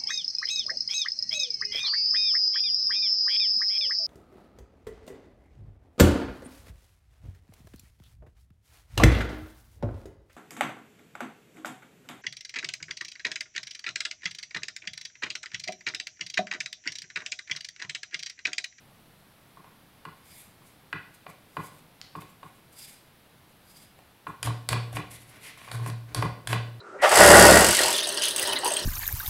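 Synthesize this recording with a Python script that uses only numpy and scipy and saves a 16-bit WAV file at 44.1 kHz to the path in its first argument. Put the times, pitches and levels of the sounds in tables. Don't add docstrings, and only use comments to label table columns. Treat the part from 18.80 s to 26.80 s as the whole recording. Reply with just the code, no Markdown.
import sys
import numpy as np
from scipy import signal
from scipy.fft import rfft, irfft
from scipy.io import wavfile
from scipy.ndimage import uniform_filter1d

SR = 44100
rng = np.random.default_rng(int(sys.argv[2]) if len(sys.argv) > 2 else 0)


def master_out(mix):
    frames = np.transpose(np.atleast_2d(mix))
    ceiling = np.clip(frames, -1, 1)
    pcm = np.round(ceiling * 32767).astype(np.int16)
    wavfile.write(sys.argv[1], SR, pcm)


N = 352800

# pitch_hz, density_db_per_hz
AIR_COLOUR = [(15, -10), (25, -11), (59, -10), (75, -5), (140, -1), (184, -3.5), (216, -5), (402, -11),
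              (688, -11), (746, -10.5), (1120, -13.5), (3970, -19.5), (6810, -29.5), (11400, -22.5),
              (15700, -28)]
AIR_DB = -57.5
# pitch_hz, time_to_fall_60_db_s
ROOM_T60 = [(150, 0.92), (1000, 0.37), (4000, 0.5), (8000, 0.16), (14000, .18)]
ROOM_DB, FIRST_WALL_S, WALL_DB, BODY_ROOM_DB = -7, 0.0257, -4, -8

# full_swing_s, build_up_s, level_db, time_to_fall_60_db_s, deep_shaking_re_level_db
PRESSES = [(5.685, 0.048, -26, 0.46, -12), (5.93, 0.052, -26.5, 0.77, -17), (5.98, .04, -28, .52, -26),
           (6.16, .06, -32.5, 0.25, -9), (6.23, .04, -49.5, 1.7, -3), (6.955, 0.042, -30.5, .9, -21),
           (7.02, 0.093, -28.5, 0.56, -33), (7.13, 0.15, -32, 0.69, -30), (7.395, 0.036, -23.5, 0.21, -17),
           (7.5, 0.16, -33.5, 0.32, -5), (7.71, .04, -27.5, 1, -15), (7.75, 0.057, -26, 0.58, -25)]
BOOM_HZ = 117
SHAKE_LEAD_S, SHAKE_FADE = 0.023, 0.61

# pitch_hz, density_db_per_hz
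TICK_COLOUR = [(800, -20), (2000, -2), (4100, 0), (6500, -5), (10800, -17), (15500, -35)]
TICK_S, TICK_DB, TICK_T60_S = 3.215, -21, .01

# full_hiss_s, swell_s, hold_s, fade_s, hiss_db,
# lowest_mode_re_hiss_db, next_two_modes_re_hiss_db, upper_modes_re_hiss_db
RUBS = [(1.38, .03, .003, .04, -68, -11, -13, -6), (1.455, .015, 0.033, .11, -60, -9, -9, -8),
        (1.52, .12, .045, .06, -57, -8, -4, -10), (1.59, 0.14, .012, 0.11, -54.5, -15, -13, -0.5),
        (1.872, .055, .003, .09, -61, -9, -12, -8.5), (2.346, .016, .003, 0.029, -59, -12, -16, -10),
        (2.5, .04, .003, 0.033, -58, -1, -11, -18), (2.868, 0.16, .003, 0.038, -52.5, -4, -9, -20),
        (2.988, 0.18, 0.0028, 0.025, -60.5, -18, -19, -21), (3.36, .012, .003, 0.05, -60, -18, -9, -6),
        (3.41, .011, .003, 0.035, -51.5, -10, -13, -17), (3.5, .028, .003, 0.032, -62.5, -15, -13, -4),
        (3.67, .09, .012, .03, -65, -2, -15, -4), (3.752, .025, .003, .045, -67, -11, -15, -1.5),
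        (3.93, 0.019, .003, .035, -59, -15, -15, -2), (3.985, 0.053, .066, .025, -51.5, -15, -5, -2),
        (4.082, .03, .015, .12, -53, -15, -7.5, -1), (4.694, .011, .003, .05, -69, -11, -16, -3.5),
        (4.912, 0.11, .003, .08, -61.5, -16, -2.5, -0.6), (4.968, .04, .003, 0.064, -56, -21, -2, -3),
        (5.022, .07, .003, .085, -57.5, -12, -7, -7), (5.48, .017, .003, .055, -59, -12, -15, -13)]
# pitch_hz, width_hz, level_db
HANDLE_MODES = [(2170, 120, 0), (3450, 300, -8), (4880, 320, 0), (7500, 200, -3), (8550, 200, 0),
                (9660, 160, -3), (10800, 160, -3), (12200, 160, -1)]
# pitch_hz, density_db_per_hz
SKIN_COLOUR = [(880, -32), (1500, -6), (2220, -3.5), (4130, -4), (4920, -22), (5880, -6), (8540, -1),
               (12200, 0), (15700, -11.5)]

# full_hiss_s, swell_s, hold_s, fade_s, hiss_db,
# wood_rasp_re_hiss_db, plate_rumble_re_hiss_db
SCRAPES = [(5.644, .012, 0.016, .035, -40.5, -9, 2), (5.898, .008, .035, 0.021, -44.5, -2, 6.5),
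           (6.129, 0.0048, 0.0024, 0.017, -48, -13, 5), (6.154, 0.025, 0.014, .03, -44, -1, 0.5),
           (6.313, 0.015, 0.045, 0.026, -47, -7.5, -15), (6.41, .05, 0.0091, .06, -58.5, -12, -13),
           (6.478, .012, 0.022, 0.058, -56.5, -6, -7), (6.564, 0.17, .003, 0.084, -64, 7, 5.5),
           (6.634, 0.048, 0.044, 0.069, -50.5, 2.5, -9.5), (6.776, .008, .003, 0.055, -57, 6.5, -6),
           (6.845, .13, .003, .19, -57.5, 4, -7), (6.921, 0.0086, 0.025, 0.055, -47.5, -14, 3.5),
           (7.048, .25, .003, .03, -57, -1, 9), (7.061, .006, 0.026, 0.026, -47, -7, -1),
           (7.285, .04, 0.035, .03, -73.5, 10, 18.5), (7.353, 0.01, 0.022, 0.052, -45, -3, 10),
           (7.42, .03, .003, .06, -48.5, 2, -5), (7.686, .008, 0.055, 0.018, -43.5, 1.5, 4.5)]
# pitch_hz, density_db_per_hz
EDGE_COLOUR = [(880, -41), (1500, -29.5), (1790, 0), (2200, 1), (2430, -7), (3290, -1), (4170, -2),
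               (6110, -3), (10500, 7), (14700, -7), (15700, -25)]
RASP_LAG_S, RASP_FADE, RUMBLE_LAG_S, RUMBLE_FADE = 0.0051, 1.23, 0.008, 1.45

# start_s, wood_peak_db, strongest_ring_hz, upper_ring_hz,
# upper_ring_re_strongest_db, crack_re_peak_db, table_thud_re_peak_db
BLOWS = [(0.771, -39, 1031, 1930, -20, -25.5, -7.5), (0.843, -40.5, 963, 2200, -14, -12, -15),
         (1.252, -27, 1190, 2860, -16, -11.5, -11.5), (1.819, -48, 1030, 1900, -18, -14, -17),
         (2.128, -17, 1610, 2470, -15.5, -16, -16), (2.465, -30, 825, 2030, -6.5, -31.5, -13),
         (2.768, -18.5, 1090, 2030, -13, -20, -10), (3.352, -26.5, 1000, 2530, -19.5, -27, -6.5),
         (3.419, -36.5, 1080, 2290, 0, -17.5, -7), (3.63, -32, 980, 2870, -16.5, -18, -11.5),
         (5.189, -44, 703, 2010, -7, -2, -14), (5.468, -24, 1160, 2510, -18.5, -26.5, -11),
         (5.629, -21.5, 1670, 4760, -5, 7.5, -17), (5.672, -20.5, 920, 4120, -17, -17, -11),
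         (5.889, -19.5, 1040, 2010, -2, 6.5, -16), (5.929, -14, 1080, 2450, -5.5, -5, -14.5),
         (6.128, -36, 699, 2910, -13, -6.5, -8.5), (6.168, -18.5, 970, 2450, -6, -12, -9.5),
         (6.773, -41, 1070, 2010, -8.5, -9, -31), (6.815, -36.5, 1020, 2040, -6, -17, -26.5),
         (6.877, -33.5, 1040, 1900, -11, -24.5, -28), (6.885, -31.5, 1030, 2420, -6, -16.5, -20),
         (6.915, -26.5, 968, 4170, -2, -0.5, -13), (6.997, -33.5, 1060, 1950, -16, -21.5, -7),
         (7.035, -36, 1090, 2160, -17, -14, -3.5), (7.061, -25, 965, 1960, -8.5, -9, -5.5),
         (7.1, -36, 1080, 2440, 4, 7.5, -5), (7.347, -23, 920, 4570, -8, 12, -7.5),
         (7.424, -12, 990, 1960, -12, -13.5, -10), (7.673, -26, 1025, 4290, -2, 9, -22),
         (7.729, -10.5, 1090, 3020, -6.5, -15, -16.5)]
# pitch_hz, level_db, time_to_fall_60_db_s
WOOD_MODES = [(619, 4, 0.026), (716.3, -2.5, 0.061), (970, -4, 0.035), (1066.6, 3.5, 0.036),
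              (1338, -12, 0.093), (1462, 3.5, 0.032), (1610, -2.5, 0.039), (1950, 2.5, 0.035),
              (2450, 6, 0.029), (2608, -3, 0.051), (2860, 5, 0.03), (3560, 0.5, 0.038), (3998, -2, 0.059),
              (4580, -5, 0.032), (4520, 7.5, 0.011)]
# pitch_hz, level_db, time_to_fall_60_db_s
TABLE_MODES = [(62.2, -16.5, 0.16), (109.3, -18, 0.32), (155.4, 2.5, 0.12), (183.8, -5.5, 0.1304),
               (226.4, -8.5, 0.11), (298, 5, 0.072), (366.7, -5.5, 0.11), (439.8, 2, 0.071)]
# pitch_hz, level_db, time_to_fall_60_db_s
PLATE_MODES = [(1100, -6, .3), (1440, 0, .45), (1595, -7, .25), (2030, -8, .3), (2450, -13, .25)]
# pitch_hz, density_db_per_hz
CRACK_COLOUR = [(880, -26), (1500, 2), (2540, -8), (3180, 1.5), (3960, 1.5), (4730, 6.5), (5880, -10),
                (7540, -1.5), (9100, 2.5), (12100, -5.5), (16000, -36)]
FOCUS_DB_PER_OCTAVE, FOCUS_PER_DB, LENGTH, LENGTH_PER_DB = 2.5, 0.9, 0.44, 0.0219
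PLATE_DB, PLATE_PER_DB = -36, 0.2169

TOP_HZ = 15750


def undb(db):
    return 10 ** (np.asarray(db) / 20)


def unit(x):
    return x / np.sqrt(np.mean(x ** 2))


def colour(x, table):
    hz, db = np.transpose(table)
    bin_hz = np.arange(len(x) // 2 + 1) * SR / len(x) + 1
    gain = undb(np.interp(np.log(bin_hz), np.log(hz), db))
    return unit(irfft(rfft(x) * gain, len(x)))


def band(x, hz, width_hz):
    return unit(signal.lfilter(*signal.iirpeak(hz, hz / width_hz, SR), x))


def walk(rate):
    step = int(SR / rate)
    held = np.repeat(rng.standard_normal(N // step + 1), step)
    return unit(uniform_filter1d(held, step)[:N])


def grit(spread_db):
    size = np.minimum(rng.exponential(size=N), 5.5)
    return unit(rng.standard_normal(N) * undb(spread_db * size))


def strokes(s, rise_s, hold_s, fall_s, db):
    t, level = np.arange(N) / SR, np.zeros(N)
    for at, rise, hold, fall, peak_db in np.broadcast(s, rise_s, hold_s, fall_s, db):
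        near = slice(max(int((at - 2 * rise) * SR), 0), int((at + hold + 2 * fall) * SR))
        before = (at - t[near]) / rise
        after = (t[near] - at - hold) / fall
        under = np.maximum(np.maximum(before, after), 0)
        level[near] = np.maximum(level[near], undb(peak_db - 20 * under))
    return level


def ring(modes, t, gain_db, swell, length):
    hz, db, t60 = np.transpose(modes)[:, :, None]
    decay = undb(db + gain_db[:, None] - 60 * t / (t60 * length))
    x = (decay * np.sin(2 * np.pi * hz * t)).sum(axis=0) * swell
    return x / np.abs(x).max()


def air():
    hush = colour(rng.standard_normal(N), AIR_COLOUR)
    bass = signal.lfilter(*signal.butter(1, 400, fs=SR), hush)
    bass_gain = undb(0.47 * walk(2.48))
    return undb(AIR_DB) * (hush + (bass_gain - 1) * bass)


def room(x):
    t = np.arange(int(.7 * SR)) / SR
    hz, t60 = np.transpose(ROOM_T60)
    tail = np.zeros(len(t))
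    for f in 125 * 2. ** np.arange(7):
        fade = undb(-60 * t / np.interp(np.log(f), np.log(hz), t60))
        tail += band(rng.standard_normal(len(t)), f, f * 0.642) * np.sqrt(f) * fade
    fill_in = np.clip(t / FIRST_WALL_S, 0, 1) ** 0.48
    cluster = np.exp(-((t - FIRST_WALL_S - .008) / 0.0019) ** 2)
    tail *= fill_in * (1 + undb(WALL_DB) * cluster)
    return signal.fftconvolve(x, tail / np.sqrt(np.sum(tail ** 2)))[:N]


def boom():
    s, rise, db, t60, deep_db = np.transpose(PRESSES)
    fall = t60 * 20 / 60
    phase = np.cumsum(BOOM_HZ * (1 + 0.006 * walk(6.6))) / SR
    tone = np.sqrt(2) * np.sin(2 * np.pi * phase)
    deep = band(band(rng.standard_normal(N), 75, 60), 75, 60)
    shaking = strokes(s - SHAKE_LEAD_S, rise, 0, fall * SHAKE_FADE, db + deep_db) * deep
    return strokes(s, rise, 0, fall, db) * tone + shaking


def tick():
    t = np.arange(N) / SR - TICK_S
    slip = np.arange(N) == int(TICK_S * SR)
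    crackle = .12 * rng.standard_normal(N) * undb(-60 * np.abs(t) / TICK_T60_S) * (t > 0)
    x = colour(slip + crackle, TICK_COLOUR)
    return undb(TICK_DB) * x / np.abs(x).max()


def rub():
    *shape, db, low_db, mid_db, top_db = np.transpose(RUBS)
    modes = [undb(level_db + 2 * walk(13)) * band(grit(2.1), hz, width_hz)
             for hz, width_hz, level_db in HANDLE_MODES]
    low = strokes(*shape, db + low_db) * modes[0]
    mid = strokes(*shape, db + mid_db) * sum(modes[1:3])
    top = strokes(*shape, db + top_db) * unit(sum(modes[3:]))
    hiss = strokes(*shape, db) * colour(grit(2.5), SKIN_COLOUR)
    return undb(1.2 * walk(80)) * (hiss + low + mid + top)


def scrape():
    s, rise, hold, fall, db, rasp_db, rumble_db = np.transpose(SCRAPES)
    hiss = strokes(s, rise, hold, fall, db) * colour(grit(3.8), EDGE_COLOUR)

    rasp = band(grit(0.67), 2070, 552)
    rasp += undb(-2) * band(grit(4.3), 2400, 1150)
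    rasp += undb(-13) * band(grit(2), 3840, 400)
    rasp_level = strokes(s + RASP_LAG_S, rise, hold, fall * RASP_FADE, db + rasp_db)

    slips = grit(1.68)
    rumble = sum(undb(level_db) * band(slips, hz, 3.1 / t60)
                 for hz, level_db, t60 in WOOD_MODES[:6] + TABLE_MODES[2:])
    rumble_level = strokes(s + RUMBLE_LAG_S, rise, hold, fall * RUMBLE_FADE, db + rumble_db)

    return undb(1.4 * walk(90)) * (hiss + rasp_level * unit(rasp) + rumble_level * unit(rumble))


def blows():
    sharp, body, t = np.zeros(N + SR), np.zeros(N + SR), np.arange(SR // 2) / SR
    octave = np.log2(np.array(WOOD_MODES)[:, 0])
    count = len(WOOD_MODES)
    late = np.clip(t / 0.034, 0, 1) ** 2
    for s, db, hz, upper_hz, upper_db, crack_db, thud_db in BLOWS:
        focus_db = FOCUS_DB_PER_OCTAVE - FOCUS_PER_DB * upper_db
        length = LENGTH - LENGTH_PER_DB * upper_db
        main_db = -focus_db * np.abs(octave - np.log2(hz))
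        spot_db = np.maximum(main_db, upper_db - 11 * np.abs(octave - np.log2(upper_hz)))

        detune = 1 + .012 * rng.standard_normal(count)
        detuned = WOOD_MODES * np.c_[detune, np.ones((count, 2))]
        contact_swell = 1 - np.exp(-t / 0.0011)
        wood = ring(detuned, t, spot_db + rng.standard_normal(count), contact_swell, max(length, .2))

        chatter = 0.17 * rng.standard_normal(len(t)) * np.exp(-t / 0.0036)
        contact = (np.arange(len(t)) == 12) + chatter
        crack = colour(contact, CRACK_COLOUR) * np.exp(-t / 0.024)
        crack /= np.abs(crack).max()

        thud = ring(TABLE_MODES, t, rng.standard_normal(len(TABLE_MODES)), late, 0.83)
        plate = ring(PLATE_MODES, t, 3.0 * rng.standard_normal(len(PLATE_MODES)), late, 0.98)
        plate *= undb(1.44 * walk(39.0)[:len(t)])
        plate_db = PLATE_DB - PLATE_PER_DB * db

        i = int(s * SR)
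        sharp[i:i + len(t)] += undb(db) * (wood + undb(crack_db) * crack)
        body[i:i + len(t)] += undb(db) * (undb(thud_db) * thud + undb(plate_db) * plate)
    return sharp[:N], body[:N]


def scene():
    sharp, body = blows()
    near = sharp + tick() + rub() + scrape()
    echo = undb(ROOM_DB) * room(near + undb(BODY_ROOM_DB) * body)
    return (near + echo + body + boom() + air())[None]


def record(dry):
    return signal.sosfilt(signal.ellip(10, .2, 70, TOP_HZ, fs=SR, output="sos"), dry)


dry = scene()
out = record(dry)
master_out(out)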